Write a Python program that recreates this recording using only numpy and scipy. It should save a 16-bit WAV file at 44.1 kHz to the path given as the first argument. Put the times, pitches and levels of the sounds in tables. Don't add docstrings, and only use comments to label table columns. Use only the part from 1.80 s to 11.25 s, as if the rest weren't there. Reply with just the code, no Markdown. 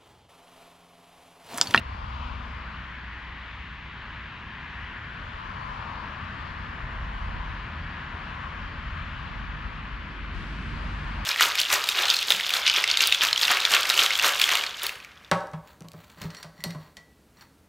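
import sys
import numpy as np
from scipy import signal
from scipy.fft import rfft, irfft, next_fast_len
from scipy.io import wavfile
from scipy.ndimage import uniform_filter1d

SR = 44100
rng = np.random.default_rng(int(sys.argv[2]) if len(sys.argv) > 2 else 0)


def linear_from_db(decibels):
    return 10 ** (np.asarray(decibels, float) / 20)


def unload_audio(sound):
    columns = np.transpose(np.atleast_2d(sound))
    steps = np.round(np.clip(columns, -1, 1) * 32767)
    wavfile.write(sys.argv[1], SR, steps.astype(np.int16))


N = 416734

SIZE, HOP = 1024, 256
HZ = np.fft.rfftfreq(SIZE, 1 / SR)[:, None]
T = np.arange(N // HOP + 5) * HOP / SR
NEAR_DB = -41.5

BANDS = {"road": (1400, 3500), "roar": (700, 2500), "spray": (6500, 10000), "body": (320, 600),
         "wheels": (10000, 14000), "rails": (200, 500)}

# time in seconds, tyre hiss in dB, centre of the ground-echo hump in Hz, hump height
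# in dB.
ROAD_TRAFFIC = [(0.28, -47, 2900, 0.3), (0.44, -45, 2950, 3), (0.62, -47, 2500, -1), (0.9, -43.5, 1520, 4),
                (1.3, -43, 1770, 4.5), (1.75, -43, 1990, 3), (2.0, -45, 1740, 1.5), (2.31, -42, 1670, 3.5),
                (2.64, -43.5, 1700, 2), (3.03, -40, 1860, 6.5), (3.4, -42.5, 1550, 5),
                (3.96, -43.5, 1680, 1.5), (4.62, -42, 1750, 4), (5.95, -42, 1700, 3),
                (6.15, -41, 1650, 4.5), (7.4, -42.5, 1660, 3.5), (8.6, -43.5, 1570, 2),
                (9.45, -40.5, 1720, 3.5)]
# frequency in Hz, density in dB per Hz.
ROAD_TONE = [(250, -36), (350, -10.5), (520, -19.5), (700, -14), (870, -7), (1050, -0.5), (1300, -3),
             (1700, -2), (2200, -3), (3000, -5), (4000, -15), (5500, -30), (7000, -37.5), (13000, -81.5)]
# frequency in Hz, likeness 0-1.
ROAD_SAME = [(300, 1), (760, 0.78), (1430, 1), (2700, 0.79), (5000, 1), (9000, 0.61)]
# frequency in Hz, left over right in dB.
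ROAD_LEFT = [(400, 0.5), (800, 3), (1500, 0.5), (2500, 5), (5000, 2), (9000, 5.5)]
# frequency in Hz, lead in radians.
ROAD_LEAD = [(300, 0.31), (3000, -0.58), (5250, -0.29)]
# time in seconds, extra tilt in dB per octave,
# half length in seconds.
AIR_SWISHES = [
    (0.44, 4.5, 0.2),
    (1.95, 1.5, 0.41),
    (5.25, -1.3, 0.38),
    (7.3, 2, 0.29),
    (8.0, -0.2, 0.26),
    (9.35, 0.2, 0.29),
]

# time abreast in seconds, tread roar in dB, half length in seconds, closeness 0-1.
CARS = [
    (0.389, -42.5, 0.59, 1.01),
    (3.0, -55.5, .3, 0.4),
    (4.003, -40.5, 0.55, 1.02),
    (4.748, -44.5, 0.61, 0.83),
    (5.552, -44, .4, 1.05),
    (6.502, -43.5, 0.59, .92),
    (7.5, -45, 0.71, 0.8),
    (8.4, -50.5, .4, .45),
    (9.05, -47.5, .25, .8),
    (9.5, -44.5, 0.39, 1.1),
]
# frequency in Hz, level in dB.
ROAR_TONE = [(300, -27), (450, -11.5), (700, -6.5), (870, -3), (1050, 2.5), (1300, -2.5), (1700, -8),
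             (2400, -36)]
# frequency in Hz, level in dB.
SPRAY_TONE = [(2500, -4.5), (3500, 9.5), (4500, 11.5), (5500, 5), (7000, -3.5), (9000, -10.5),
              (10500, -21.5), (12000, -26), (14000, -48)]
# frequency in Hz, left over right in dB.
CARS_LEFT = [(400, 3), (800, 10.5), (1200, 9), (4000, 14), (7000, -3), (10000, 7.5), (13000, 4.5)]
# time in seconds, clearness 0-1, half length in seconds.
BANK_GAPS = [
    (-0.05, 1.2, 0.41),
    (3.5, .95, .3),
    (3.9, 1, 0.093),
    (4.4, 0.17, .25),
    (4.85, 0.56, .3),
    (5.35, .85, 0.31),
    (6.6, .3, 0.46),
    (8.05, 0.6, 0.37),
    (9.05, 0.98, 0.58),
]

# time in seconds, level in dB.
VALLEY = [(0.0, -47.5), (0.7, -46.5), (1.6, -50), (2.5, -48), (3.2, -47), (4.0, -46), (4.4, -43.5),
          (5.1, -44.5), (5.75, -44), (6.6, -45), (7.6, -44), (8.45, -45), (8.8, -38.5), (9.25, -40),
          (9.45, -41)]
# time in seconds, level in dB, half length in seconds.
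DEEP_SWELLS = [(0.2, -38.5, 0.42), (3.0, -43, 0.11), (3.5, -42.5, 0.17), (4.1, -41.5, 0.3),
               (5.0, -40, 0.35), (5.5, -40, 0.27), (6.0, -38.5, 0.079), (6.7, -40, .4), (7.2, -41, 0.28),
               (7.9, -40, 0.15), (9.0, -37, .14), (9.45, -35.5, 0.14)]
# frequency in Hz, density in dB per Hz.
DEEP_TONE = [(12, -30.5), (20, -18), (28, -3.5), (38, 3.5), (50, 1), (80, 4.5), (105, -6.5), (130, -5.5),
             (170, -30.5)]
# frequency in Hz, density in dB per Hz.
DRONE_TONE = [(50, -12.5), (85, -5.5), (113, -4), (227, -8.5), (340, -21), (440, -57.5), (750, -120)]
# frequency in Hz, level in dB.
BODY_TONE = [(250, -20), (320, -7), (420, 0.5), (550, 2), (700, 4), (850, -22.5)]

# time in seconds, firing rate in Hz, level in dB.
ENGINES = [
    [(0, 65, -42), (.3, 63.5, -39), (.6, 61.5, -41), (2.2, 59.5, -49), (4.2, 58.5, -58)],
    [(3.2, 92, -60), (3.8, 91, -50), (4.6, 88, -49), (5.2, 85, -47), (5.9, 79.5, -48)],
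    [(5.85, 79.5, -48), (6.2, 78.5, -49), (7.2, 77, -50), (8.1, 75, -47), (8.6, 73.5, -48),
     (9.2, 72.5, -44), (9.45, 72, -47)],
    [(4.9, 50, -56), (5.2, 50.5, -40), (5.6, 49, -36), (5.8, 46, -39), (5.93, 43, -54), (6.07, 40, -37),
     (6.2, 40, -58)],
    [(4.95, 34, -56), (5.2, 33.5, -42), (5.6, 33, -42), (5.8, 33, -56)],
    [(6.1, 48.5, -56), (6.5, 48.5, -47), (7.4, 49, -46), (7.65, 49.2, -39), (8.25, 49.2, -43),
     (8.5, 49.2, -38), (9.1, 49, -35), (9.45, 47.5, -36)],
    [(.3, 241, -68), (.45, 240, -51), (.62, 240, -51), (.8, 239, -68)],
]
# relative level at start in dB, at end in dB.
OCTAVES = [(-30, -18), (-16, -18), (-7, -6), (-26, -28), (-14, -14), (-28, -17), (-25, -25)]

# time in seconds, buffeting at each port in dB, half length in seconds.
GUSTS = [
    (0.7, -60, 0.45),
    (5.0, -51.5, 0.4),
    (7.5, -49.5, 0.36),
    (8.75, -51, 0.73),
]
# frequency in Hz, level in dB.
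GUST_TONE = [(8, -6), (20, -2), (45, 10.5), (75, -5), (140, -33.5), (200, -7), (300, -18), (500, -80)]
# time in seconds, peak in dB, frequency in Hz, share on the right port 0-1.
EDDIES = [(0.241, -40, 67, 1), (0.522, -33, 42, 0), (0.572, -36, 72, 0), (0.691, -39, 44, 0.1),
          (4.423, -42, 67, 0), (4.55, -37, 85, 0.2), (5.033, -32, 43, 0.2), (5.502, -37, 51, 1),
          (5.569, -29, 45, 0.2), (5.707, -28, 62, 0.14), (6.841, -35, 52.7, 0.1), (7.377, -37.5, 34, 0.1),
          (7.417, -36, 63, 0.1), (7.568, -33, 37, 1), (7.64, -32, 69, 0), (7.69, -36, 47, 1),
          (7.862, -34, 43.3, 0), (8.141, -26, 49, 0.4), (8.432, -36, 32, .1), (8.571, -27, 45, 0),
          (8.63, -30, 39, 0.25), (8.88, -35, 35, 0), (8.938, -35, 43.3, 1), (9.258, -26, 42, 0.3)]

# time in seconds, level in dB.
TRACK_BOOM = [
    (7.4, -76),
    (8.2, -56.5),
    (8.5, -52),
    (8.85, -51),
    (9.1, -60),
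    (9.45, -67),
]
# frequency in Hz, level in dB.
RAIL_TONE = [(150, -31), (220, -4), (290, 0.5), (370, -5.5), (450, -10), (560, -31.5)]
# frequency in Hz, density in dB per Hz.
WHEEL_TONE = [(2500, -6.5), (4000, 26.5), (5500, 18), (7000, 10.5), (9000, 7.5), (10500, -3), (12000, 0),
              (13500, -5), (15500, -14)]


def evened(x):
    return x / np.sqrt(np.mean(x ** 2) + 1e-20)


def read(points, hz=HZ):
    f, value = np.transpose(points)
    return np.interp(np.log(hz + 1), np.log(f + 1), value)


def closed(points, hz=HZ):
    return linear_from_db(read(points, hz)) * (hz >= points[0][0]) * (hz <= points[-1][0])


def curves(rows, t=T):
    s, *columns = np.transpose(rows)
    return [np.interp(t, s, c) for c in columns]


def bumps(rows, t=T):
    return sum(height * np.exp(-((t - s) / half) ** 2) for s, height, half in rows)


def swells(rows, floor_db, t=T):
    powers = [(s, linear_from_db(db) ** 2, half) for s, db, half in rows]
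    return 10 * np.log10(linear_from_db(floor_db) ** 2 + bumps(powers, t))


def hiss(tone, band, level_db, same, left_db=0, lead=0, patchy_db=1.2):
    a, b, c, d, patch = rng.standard_normal((len(T), len(HZ), 5)).T
    patch = uniform_filter1d(patch, size=12, axis=0)
    patch = evened(uniform_filter1d(patch, size=24, axis=1))
    same = np.clip(same, 0, 1)
    left = a + 1j * b
    right = same * left + np.sqrt(1 - same ** 2) * (c + 1j * d)
    right = right * np.exp(-1j * lead)
    inside = (HZ[:, 0] > band[0]) & (HZ[:, 0] < band[1])
    in_band = np.sqrt(np.sum(tone[inside] ** 2, axis=0))
    gain = tone / in_band * linear_from_db(level_db + patchy_db * patch) * 1.2
    z = np.array([left * gain * linear_from_db(left_db / 2), right * gain / linear_from_db(left_db / 2)])
    return signal.istft(z, nperseg=SIZE, noverlap=SIZE - HOP)[1][:, :N]


def tinted(tone):
    size = next_fast_len(N)
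    z = rfft(rng.standard_normal((2, size))) * closed(tone, np.fft.rfftfreq(size, 1 / SR))
    return evened(irfft(z, size)[:, :N])


def road():
    level_db, hump_hz, hump_db = curves(ROAD_TRAFFIC)
    tilt_db = -2.5 - 0.1 * np.clip(level_db + 42.4, -2, 2) + bumps(AIR_SWISHES)
    above = np.log2((HZ + 1) / hump_hz)
    notch = 0.36 * np.exp(-((above + 0.52) / .25) ** 2)
    hump = hump_db * (np.exp(-(above / .22) ** 2) - notch)
    tilt = tilt_db * np.clip(np.log2((HZ + 1) / 2000), -1, 1)
    tone = closed(ROAD_TONE) * linear_from_db(hump + tilt)
    return hiss(tone, BANDS["road"], level_db - .3, read(ROAD_SAME), read(ROAD_LEFT), read(ROAD_LEAD),
                patchy_db=.6)


def passing():
    s, db, half, close = np.transpose(CARS)[:, :, None]
    no_car_db, fade, reach = -70.5, 2.27, 1.7
    away = (T - s) / half
    power = linear_from_db(no_car_db) ** 2 + np.sum(linear_from_db(db) ** 2 / (1 + away ** 2) ** fade, axis=0)
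    return 10 * np.log10(power), np.max(close * np.exp(-(away / reach) ** 2), axis=0)


def cars():
    roar_db, close = passing()
    clear = bumps(BANK_GAPS)
    left_db = read(CARS_LEFT)

    hump_hz = 1003 * 2 ** (0.98 * (1 - close))
    bank = linear_from_db(-4.5 / (1 + ((HZ + 1) / 870) ** 24))
    tone = closed(ROAR_TONE, HZ * 1050 / hump_hz) * bank
    roar_lead = -.4 - 2.64 * clear
    roar = hiss(tone, BANDS["roar"], roar_db - .3, .62, left_db, roar_lead, patchy_db=.6)

    spray_db = -77.5 + 0.47 * (roar_db - NEAR_DB) + 1.5 * clear
    tilt_db = -7.5 + 20 * clear
    tone = closed(SPRAY_TONE) * linear_from_db(tilt_db * np.log2(np.maximum(HZ, 8000) / 8000))
    spray_lead = 2.15 * np.log2((HZ + 1) / 3700)
    return roar + hiss(tone, BANDS["spray"], spray_db - 0.1, 0.4, left_db, spray_lead, patchy_db=2.0)


def rumble():
    t = np.arange(N) / SR
    valley_db, = curves(VALLEY)
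    over_db = valley_db - NEAR_DB
    drone_db = np.interp(t, T, valley_db)
    deep_db = np.interp(t, T, swells(DEEP_SWELLS, -47.5 - 0.07 * over_db))
    low = linear_from_db(deep_db - 1.04) * tinted(DEEP_TONE) + linear_from_db(drone_db + 0.3) * tinted(DRONE_TONE)
    low = np.array([low[0] + 0.05 * low[1], low[0] - .06 * low[1]])
    low = low * linear_from_db(np.array([[.25], [-.25]]))
    of_cars_db = 0.23 * (passing()[0] - NEAR_DB)
    body_db = -61 + 2.0 + .5 * over_db + of_cars_db + 1.5 * bumps(BANK_GAPS)
    return low + hiss(closed(BODY_TONE), BANDS["body"], body_db, 0.96, .3, patchy_db=1.5)


def engines():
    out = np.zeros(N)
    for rows, octave_db in zip(ENGINES, OCTAVES):
        at = np.arange(round(rows[0][0] * SR), min(round(rows[-1][0] * SR), N))
        hz, first_db = curves(rows, at / SR)
        drift, flutter = (evened(uniform_filter1d(v, size=4000)) for v in rng.standard_normal((2, len(at))))
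        turn = 2 * np.pi * (np.cumsum(hz * (1 + 0.0069 * drift)) / SR + rng.random())
        octave = linear_from_db(np.linspace(*octave_db, len(at))) * np.sin(2 * turn)
        hum = linear_from_db(first_db) * (np.sin(turn) + octave)
        out[at] += np.sqrt(2) * hum * linear_from_db(0.34 * flutter) * signal.windows.tukey(len(at), .03)
    return out


def gusts():
    calm_db = -70
    level_db = np.interp(np.arange(N) / SR, T, swells(GUSTS, calm_db))
    out = linear_from_db(level_db + 0.5) * tinted(GUST_TONE)
    for (s, db, hz, right), (phase, tighten) in zip(EDDIES, rng.random((len(EDDIES), 2))):
        turns = np.arange(-2, 2, hz / SR)
        squeeze = 1 + .5 * tighten ** 2 * np.maximum(turns + 0.27, 0) ** 2
        push = np.cos(2 * np.pi * (turns * squeeze + phase)) * np.exp(-(turns / 0.75) ** 2)
        at = round(s * SR) + np.arange(len(turns)) - len(turns) // 2
        out[:, at] += linear_from_db(db) * push * np.clip([[1 - right], [right]], 0, 1)
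    return out


def train():
    boom = hiss(closed(RAIL_TONE), BANDS["rails"], curves(TRACK_BOOM)[0], 0.92, -1.2, patchy_db=2.0)
    clear_s, open_s = 8.545, .03
    since = T - clear_s
    after = np.maximum(since, 0)
    shaded_db = -103 - 60 * np.clip(-.25 - since, 0, 1)
    open_db = -83 - 0.5 * since
    level_db = shaded_db + (open_db - shaded_db) * np.clip(since / open_s + 1, 0, 1)
    left_db = -5 + 3 * after
    tilt_db = -62 + 62 * after
    top = linear_from_db(tilt_db * np.log2(np.maximum(HZ, 12500) / 12500))
    tone = closed(WHEEL_TONE) * top
    return boom + hiss(tone, BANDS["wheels"], level_db, 0.28, left_db, HZ * -1.2e-4, patchy_db=1.0)


def scene():
    return road() + cars() + rumble() + engines() + gusts() + train()


def low_pass(x):
    return signal.sosfilt(signal.butter(12, 15000, fs=SR, output="sos"), x)


def record(dry):
    hz, _, z = signal.stft(dry, SR, nperseg=SIZE)
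    edges_hz = [7600, 8300, 9000, 9700, 10400, 11200, 12700, 13400, 14200, 15000]
    band = np.digitize(hz, edges_hz)
    power = np.array([(abs(z[:, band == k]) ** 2).mean(axis=(0, 1)) for k in range(11)])
    threshold_db = read([(9000, -117), (12000, -117), (13000, -113), (14600, -111)], hz)
    heard = power[band] > linear_from_db(threshold_db[:, None]) ** 2
    heard = heard | (band == 0)[:, None]
    kept = signal.istft(z * heard, SR, nperseg=SIZE)[1][:, :N]
    return low_pass(kept)


dry = scene()
out = record(dry)
unload_audio(out)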